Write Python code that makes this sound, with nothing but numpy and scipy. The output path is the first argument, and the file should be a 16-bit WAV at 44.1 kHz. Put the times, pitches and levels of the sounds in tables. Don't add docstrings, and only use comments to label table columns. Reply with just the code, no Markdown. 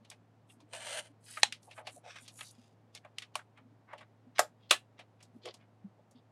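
import sys
import numpy as np
from scipy import signal
from scipy.fft import rfft, irfft, next_fast_len
from scipy.io import wavfile
from scipy.ndimage import map_coordinates

SR = 44100
rng = np.random.default_rng(int(sys.argv[2]) if len(sys.argv) > 2 else 0)


def wav_record(signal):
    frames = np.transpose(np.atleast_2d(signal))
    bounded = np.clip(frames, -1, 1)
    quanta = np.round(bounded * 32767).astype(np.int16)
    wavfile.write(sys.argv[1], SR, quanta)


N = 278579
TIME = np.arange(N) / SR
HIT = np.arange(SR // 4) / SR


def amp(db):
    return 10 ** (np.asarray(db) / 20)


def unit(x):
    return x / np.sqrt(np.mean(x ** 2) + 1e-20)


def blow_unit(x):
    return x / np.linalg.norm(x) * np.sqrt(SR / 50)


def along(points, hz):
    f, value = np.transpose(points)
    return np.interp(np.log(hz + 1), np.log(f + 1), value)


def wobble(rate, size=N):
    knots = rng.standard_normal(int(size * rate / SR) + 4)
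    return map_coordinates(knots, [TIME[:size] * rate])


def colour(x, spectrum, modes=()):
    size = 2 * next_fast_len(len(x) // 2 + 4096)
    hz = np.fft.rfftfreq(size, 1 / SR)
    gain = amp(along(spectrum, hz))
    for centre, width, lift_db in modes:
        resonance = 1 / (1 + (2 * (hz - centre) / width) ** 2)
        gain = gain * np.sqrt(1 + (amp(lift_db) ** 2 - 1) * resonance)
    cepstrum = irfft(np.log(gain + 1e-6))
    cepstrum[1:size // 2] *= 2
    cepstrum[size // 2 + 1:] = 0
    response = np.exp(rfft(cepstrum))
    return irfft(rfft(x, size) * response)[:len(x)]


def add(track, s, sound):
    part = track[round(s * SR):][:len(sound)]
    part += sound[:len(part)]


def burst(t60, rise=1e-5):
    envelope = (1 - np.exp(-HIT / rise)) * np.exp(-np.log(1000) * HIT / t60)
    x = rng.standard_normal(len(HIT)) * envelope
    return x / np.linalg.norm(x)


def contact(rise, t60, rattle_db, room_db):
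    rattle = amp(rattle_db) * burst(t60, rise)
    room = amp(room_db) * burst(t60=.125, rise=.002)
    x = rattle + room
    x[0] += 1
    return x


def friction(size, rate, spread_db, clump_db, ring_db):
    slips = (rng.random(size) < rate / SR) * rng.standard_normal(size)
    clumps = clump_db * wobble(rate=110, size=size)
    slips = slips * amp(spread_db * rng.standard_normal(size) + clumps)
    ring = contact(rise=.0002, t60=.012, rattle_db=ring_db, room_db=-3)
    return signal.fftconvolve(slips, ring)[:size]


# offset from centre [half widths], level/dB
PATCH_SHAPE = [(-4, -48), (-2, -17), (-1, -4), (0, 0), (1, -5), (2, -21), (4, -56)]


def hump(centre_hz, octaves):
    return [(centre_hz * 2 ** (step * octaves), level) for step, level in PATCH_SHAPE]


# f/Hz, width/Hz, lift/dB
BASE_MODES = [(483, 30, 7), (615, 35, 8), (726, 30, 6), (852, 35, 5), (1124, 50, 6), (1250, 50, 6)]


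def stroke(length, spectrum, crest, swell):
    phase = np.interp(TIME[:SR // 2] / length, [0, crest, 1], [0, 1, 0])
    speed = np.sin(np.pi / 2 * phase) ** swell
    slips = friction(SR // 2, rate=2800, spread_db=3.8, clump_db=3, ring_db=0)
    return speed * unit(colour(slips, spectrum, BASE_MODES))


# f/Hz, level/dB per Hz
ROOM_TONE = [(25, -31), (60, -21), (90, -8), (140, -1), (200, -3), (250, -1), (340, -8), (520, -8),
             (780, -9), (1200, -17), (1800, -22), (3200, -29), (8000, -39), (15500, -49)]
HUM_HZ = 109.6


def background(air_db=-68, hum_db=-67.7):
    phase = 2 * np.pi * np.cumsum(HUM_HZ + .9 * wobble(rate=6)) / SR
    hum = unit(np.sin(phase) * amp(1.15 * wobble(rate=7)))
    air = unit(colour(rng.standard_normal(N), ROOM_TONE))
    return amp(hum_db) * hum + amp(air_db) * air


# t/s, clack level/dB, clack pitch f/Hz, board level/dB re clack, clack t60/s
LIGHT_TAPS = [(.048, -67, 3000, -7, .05), (.101, -55, 5200, -16, .025), (.113, -56, 2600, -6, .07),
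              (.603, -70, 3700, 2, .07), (.734, -56, 3800, 3, .03), (1.371, -41, 1850, -12, .05),
              (1.524, -42, 3200, -29, .023), (1.63, -70, 5800, -6, .04), (1.711, -56, 2700, -8, .08),
              (1.778, -52, 1700, 4, .115), (1.870, -45.5, 2700, -2, .07), (2.158, -54, 2300, -7, .06),
              (2.279, -54, 3900, -15, .06), (2.389, -57, 2300, -12, .06), (2.409, -46, 2300, -13, .035),
              (2.95, -53, 4300, -11, .035), (3.048, -59, 1700, 5, .06), (3.184, -41.5, 3200, -33, .018),
              (3.221, -49.5, 2600, -24, .06), (3.574, -62, 1750, -5, .09), (3.932, -53, 1750, 7, .06),
              (3.980, -60, 2700, -4, .09), (4.009, -57, 1900, -3, .08), (4.383, -39, 2400, -12, .025),
              (4.992, -54.5, 2400, -2, .09), (5.205, -66, 2600, -5, .08), (5.227, -63.5, 5000, -7, .06),
              (5.455, -51, 3200, -1, .05), (5.474, -55, 2100, 5, .05), (5.541, -59.5, 4200, -7, .05),
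              (6.111, -75, 6000, -2, .06)]
# f/Hz, level/dB per Hz
BOARD_COLOUR = [(100, -42), (250, -20), (400, -16), (520, -4), (630, 0), (800, -1), (950, -2), (1150, -8),
                (1700, -28), (4000, -70)]
# f [multiple of its pitch], level/dB per Hz
CLACK_COLOUR = [(.2, -45), (.42, -14), (.65, -3), (1, 0), (1.45, -5), (2.1, -13), (3.2, -32), (6, -70)]
# f/Hz, level/dB per Hz
EDGE_COLOUR = [(2500, -45), (5000, -6), (6800, 0), (9500, -1), (11500, -10), (13500, -24), (16000, -46)]
EDGE_DB, EDGE_REF_HZ, EDGE_DB_PER_OCTAVE = -11.5, 3000, 12
SKID_DB, SKID_REF_S, SKID_DB_PER_DOUBLING = -11, .05, 6
SKID_LEAD_S, SKID_S = .035, .085


def taps(softness=.018):
    track = np.zeros(N)
    for s, db, pitch_hz, board_db, t60 in LIGHT_TAPS:
        clack = [(pitch_hz * multiple, level) for multiple, level in CLACK_COLOUR]
        edge_db = EDGE_DB + EDGE_DB_PER_OCTAVE * np.log2(pitch_hz / EDGE_REF_HZ)
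        voices = ((BOARD_COLOUR, board_db, 1.3 * t60), (clack, 0, t60), (EDGE_COLOUR, edge_db, .7 * t60))
        for voice, share_db, life in voices:
            touch = contact(softness * life, life, rattle_db=11, room_db=2.5)
            add(track, s, amp(db + share_db) * blow_unit(colour(touch, voice, BASE_MODES)))
        skid_db = SKID_DB + SKID_DB_PER_DOUBLING * np.log2(t60 / SKID_REF_S)
        skid = stroke(SKID_S, clack, crest=.6, swell=2.6)
        add(track, s - SKID_LEAD_S, amp(db + skid_db) * skid)
    return track


# start t/s, length/s, level/dB
PAPER_BRUSHES = [(.46, .12, -68), (1.19, .28, -55.5), (1.60, .13, -65), (1.72, .11, -62.5), (1.83, .2, -63),
                 (2.17, .11, -61), (2.26, .31, -56.5)]
# f/Hz, level/dB per Hz
BRUSH_HISS = [(500, -45), (1500, -25), (3500, -17), (5500, -11), (7800, -1), (9800, 0), (12000, -8),
              (15500, -20)]
# start t/s, length/s, level/dB, centre f/Hz, half width/octaves
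DRAGGED_EDGES = [(.475, .06, -68, 2600, .5), (1.21, .25, -57.5, 3100, .7), (1.275, .055, -59, 1580, .15),
                 (2.02, .22, -51, 2500, .95), (2.2, .14, -63, 3400, .9), (2.42, .11, -57, 4700, .4),
                 (2.45, .33, -72, 3600, 1), (2.94, .058, -54, 3000, .9), (3.37, .065, -56, 1400, .7),
                 (3.868, .11, -54, 1300, .7), (4.345, .05, -55, 2400, .8), (4.58, .13, -72, 3300, .45),
                 (4.703, .06, -36, 2000, 1.2), (5.41, .135, -54, 3100, .6), (5.57, .1, -69, 2000, .7),
                 (6.14, .08, -73, 3600, .35)]
# middle t/s, length/s, level/dB, centre f/Hz
LOW_RUBS = [(1.689, .06, -55, 680), (1.85, .06, -59, 660), (1.975, .045, -54, 610),
            (2.072, .11, -53.5, 720), (5.365, .09, -55, 260), (5.482, .1, -46.5, 440),
            (5.997, .04, -57, 650)]


def slides():
    track = np.zeros(N)
    for start, length, db in PAPER_BRUSHES:
        add(track, start, amp(db) * stroke(length, BRUSH_HISS, crest=.55, swell=2.1))
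    for start, length, db, centre_hz, octaves in DRAGGED_EDGES:
        add(track, start, amp(db) * stroke(length, hump(centre_hz, octaves), crest=.46, swell=1.9))
    for middle, length, db, centre_hz in LOW_RUBS:
        rub = stroke(length, hump(centre_hz, octaves=.34), crest=.45, swell=2.2)
        add(track, middle - length / 2, amp(db) * rub)
    return track


# t/s, level/dB
CUT_LEVEL = [(0.68, -86), (0.726, -62), (0.734, -44), (0.8, -49), (0.896, -42), (0.994, -41), (1.024, -60),
             (1.068, -58), (1.098, -80), (1.12, -75)]
# f/Hz, level/dB per Hz
FIBRE_COLOUR = [(150, -36), (380, -19), (500, -5), (800, -8), (1200, -10.5), (2000, -8.5), (2800, -5.5),
                (4200, -11), (5200, -15), (7500, -14), (9500, -15), (11500, -22), (13500, -31),
                (15500, -44)]
# f/Hz at the start of the cut, f/Hz at its end, width/Hz, lift/dB
RAIL_MODES = [(650, 585, 50, 14), (530, 480, 40, 7), (1710, 1620, 90, 4), (2700, 2950, 450, 3.5),
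              (8700, 9400, 550, 10)]


def cut():
    s, db = np.transpose(CUT_LEVEL)
    level = amp(np.interp(TIME, s, db, left=-120, right=-120))
    travel = np.interp(TIME, [.84, 1.0], [0, 1])
    snaps = friction(N, rate=5000, spread_db=2.6, clump_db=1.8, ring_db=-6)
    start_modes = [(hz, width, lift) for hz, _, width, lift in RAIL_MODES]
    end_modes = [(hz, width, lift) for _, hz, width, lift in RAIL_MODES]
    at_start = unit(colour(snaps, FIBRE_COLOUR, start_modes))
    at_end = unit(colour(snaps, FIBRE_COLOUR, end_modes))
    return level * ((1 - travel) * at_start + travel * at_end)


LOUD_BLOWS = {"stop": (1.432, -20, .0005, .0125, 13, -1.5), "card": (3.3545, -35.5, .0005, .028, 11, 2.5),
              "open": (4.3932, -21.3, .0005, .035, 2, -4), "shut": (4.7085, -19.3, .0025, .025, 22, 17.5)}
BLOW_COLOURS = { "stop": [(120, -45), (400, -22), (750, -5), (1300, -9), (1800, -5), (3000, -3), (4100, -2),
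                (4800, -13), (5500, -9), (8800, -11), (11000, -26), (15500, -46)], "card": [(120, -42),
                (400, -15), (630, 0), (1100, -3), (1500, -6), (2300, -3), (3800, -7), (5500, -11),
                (9500, -11), (12000, -22), (15500, -44)], "open": [(120, -52), (250, -25), (450, -10),
                (650, -5), (950, -13), (1400, -7.5), (2100, -16), (3200, -20), (5000, -18), (9500, -22),
                (13000, -28), (15500, -44)], "shut": [(120, -50), (220, -22), (560, -7), (1000, -6.5),
                (1250, -4), (2100, -8), (2800, -2), (4000, -4), (5000, -14), (8500, -11), (11400, -20),
                (15500, -38)]}
BLOW_MODES = { "stop": [(829, 70, 7), (1820, 70, 4), (3100, 120, 4), (4030, 200, 7), (5430, 150, 5),
              (6800, 200, 5)], "card": [(615, 35, 7), (726, 30, 6), (852, 35, 5), (1124, 50, 6)],
              "open": [(486, 25, 6), (614, 34, 14), (726, 32, 8), (852, 30, 7), (1112, 35, 5),
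              (1250, 35, 8), (1650, 40, 6), (1924, 35, 7), (3380, 40, 7), (7400, 300, 8)],
              "shut": [(366, 22, 7), (618, 45, 7), (828, 30, 5), (1240, 50, 5), (1732, 35, 9),
              (2060, 70, 4), (2600, 140, 5), (2756, 65, 7), (3400, 40, 4), (4000, 60, 6), (4850, 40, 5)]}
LEAD_IN_DB, LEAD_IN_S, LEAD_IN_HZ, LEAD_IN_OCTAVES = -30, .024, 3400, .7


def blows():
    track = np.zeros(N)
    for name, (s, db, rise, t60, rattle_db, room_db) in LOUD_BLOWS.items():
        impact = contact(rise, t60, rattle_db, room_db)
        ringing = colour(impact, BLOW_COLOURS[name], BLOW_MODES[name])
        add(track, s, amp(db) * blow_unit(ringing))
        lead_in = stroke(LEAD_IN_S, hump(LEAD_IN_HZ, LEAD_IN_OCTAVES), crest=.65, swell=2.2)
        add(track, s - .8 * LEAD_IN_S, amp(db + LEAD_IN_DB) * lead_in)
    return track


# t/s, level/dB, pitch f/Hz
TABLE_BUMPS = [(2.578, -57, 240), (4.262, -57, 250), (5.345, -56, 240), (5.840, -44.5, 198),
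               (6.147, -58, 245)]
FAINT_BUMP_DB, FAINT_BUMP_HZ = -63, 260


def bumps(rise=.012, t60=.09, count=12):
    track = np.zeros(N)
    shape = (1 - np.exp(-(HIT / rise) ** 2)) * np.exp(-np.log(1000) * HIT / t60)
    faint = []
    for when, force, place in rng.random((count, 3)):
        db = FAINT_BUMP_DB + 5 * (force - .5)
        hz = FAINT_BUMP_HZ * 2 ** (.4 * (place - .5))
        faint.append((when * N / SR, db, hz))
    for s, db, hz in TABLE_BUMPS + faint:
        add(track, s, amp(db) * blow_unit(shape * np.sin(2 * np.pi * hz * HIT)))
    return track


# f/Hz, level/dB
TREBLE_ROLLOFF = [(10000, 0), (12000, -3), (13500, -10), (16000, -26)]


def scene():
    rolled_off = colour(cut() + slides(), TREBLE_ROLLOFF)
    return (background() + taps() + rolled_off + blows() + bumps())[None]


def record(dry):
    size = next_fast_len(N + SR // 2)
    in_band = np.fft.rfftfreq(size, 1 / SR) < 15900
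    return irfft(rfft(dry, size) * in_band, size)[:, :N]


dry = scene()
out = record(dry)
wav_record(out)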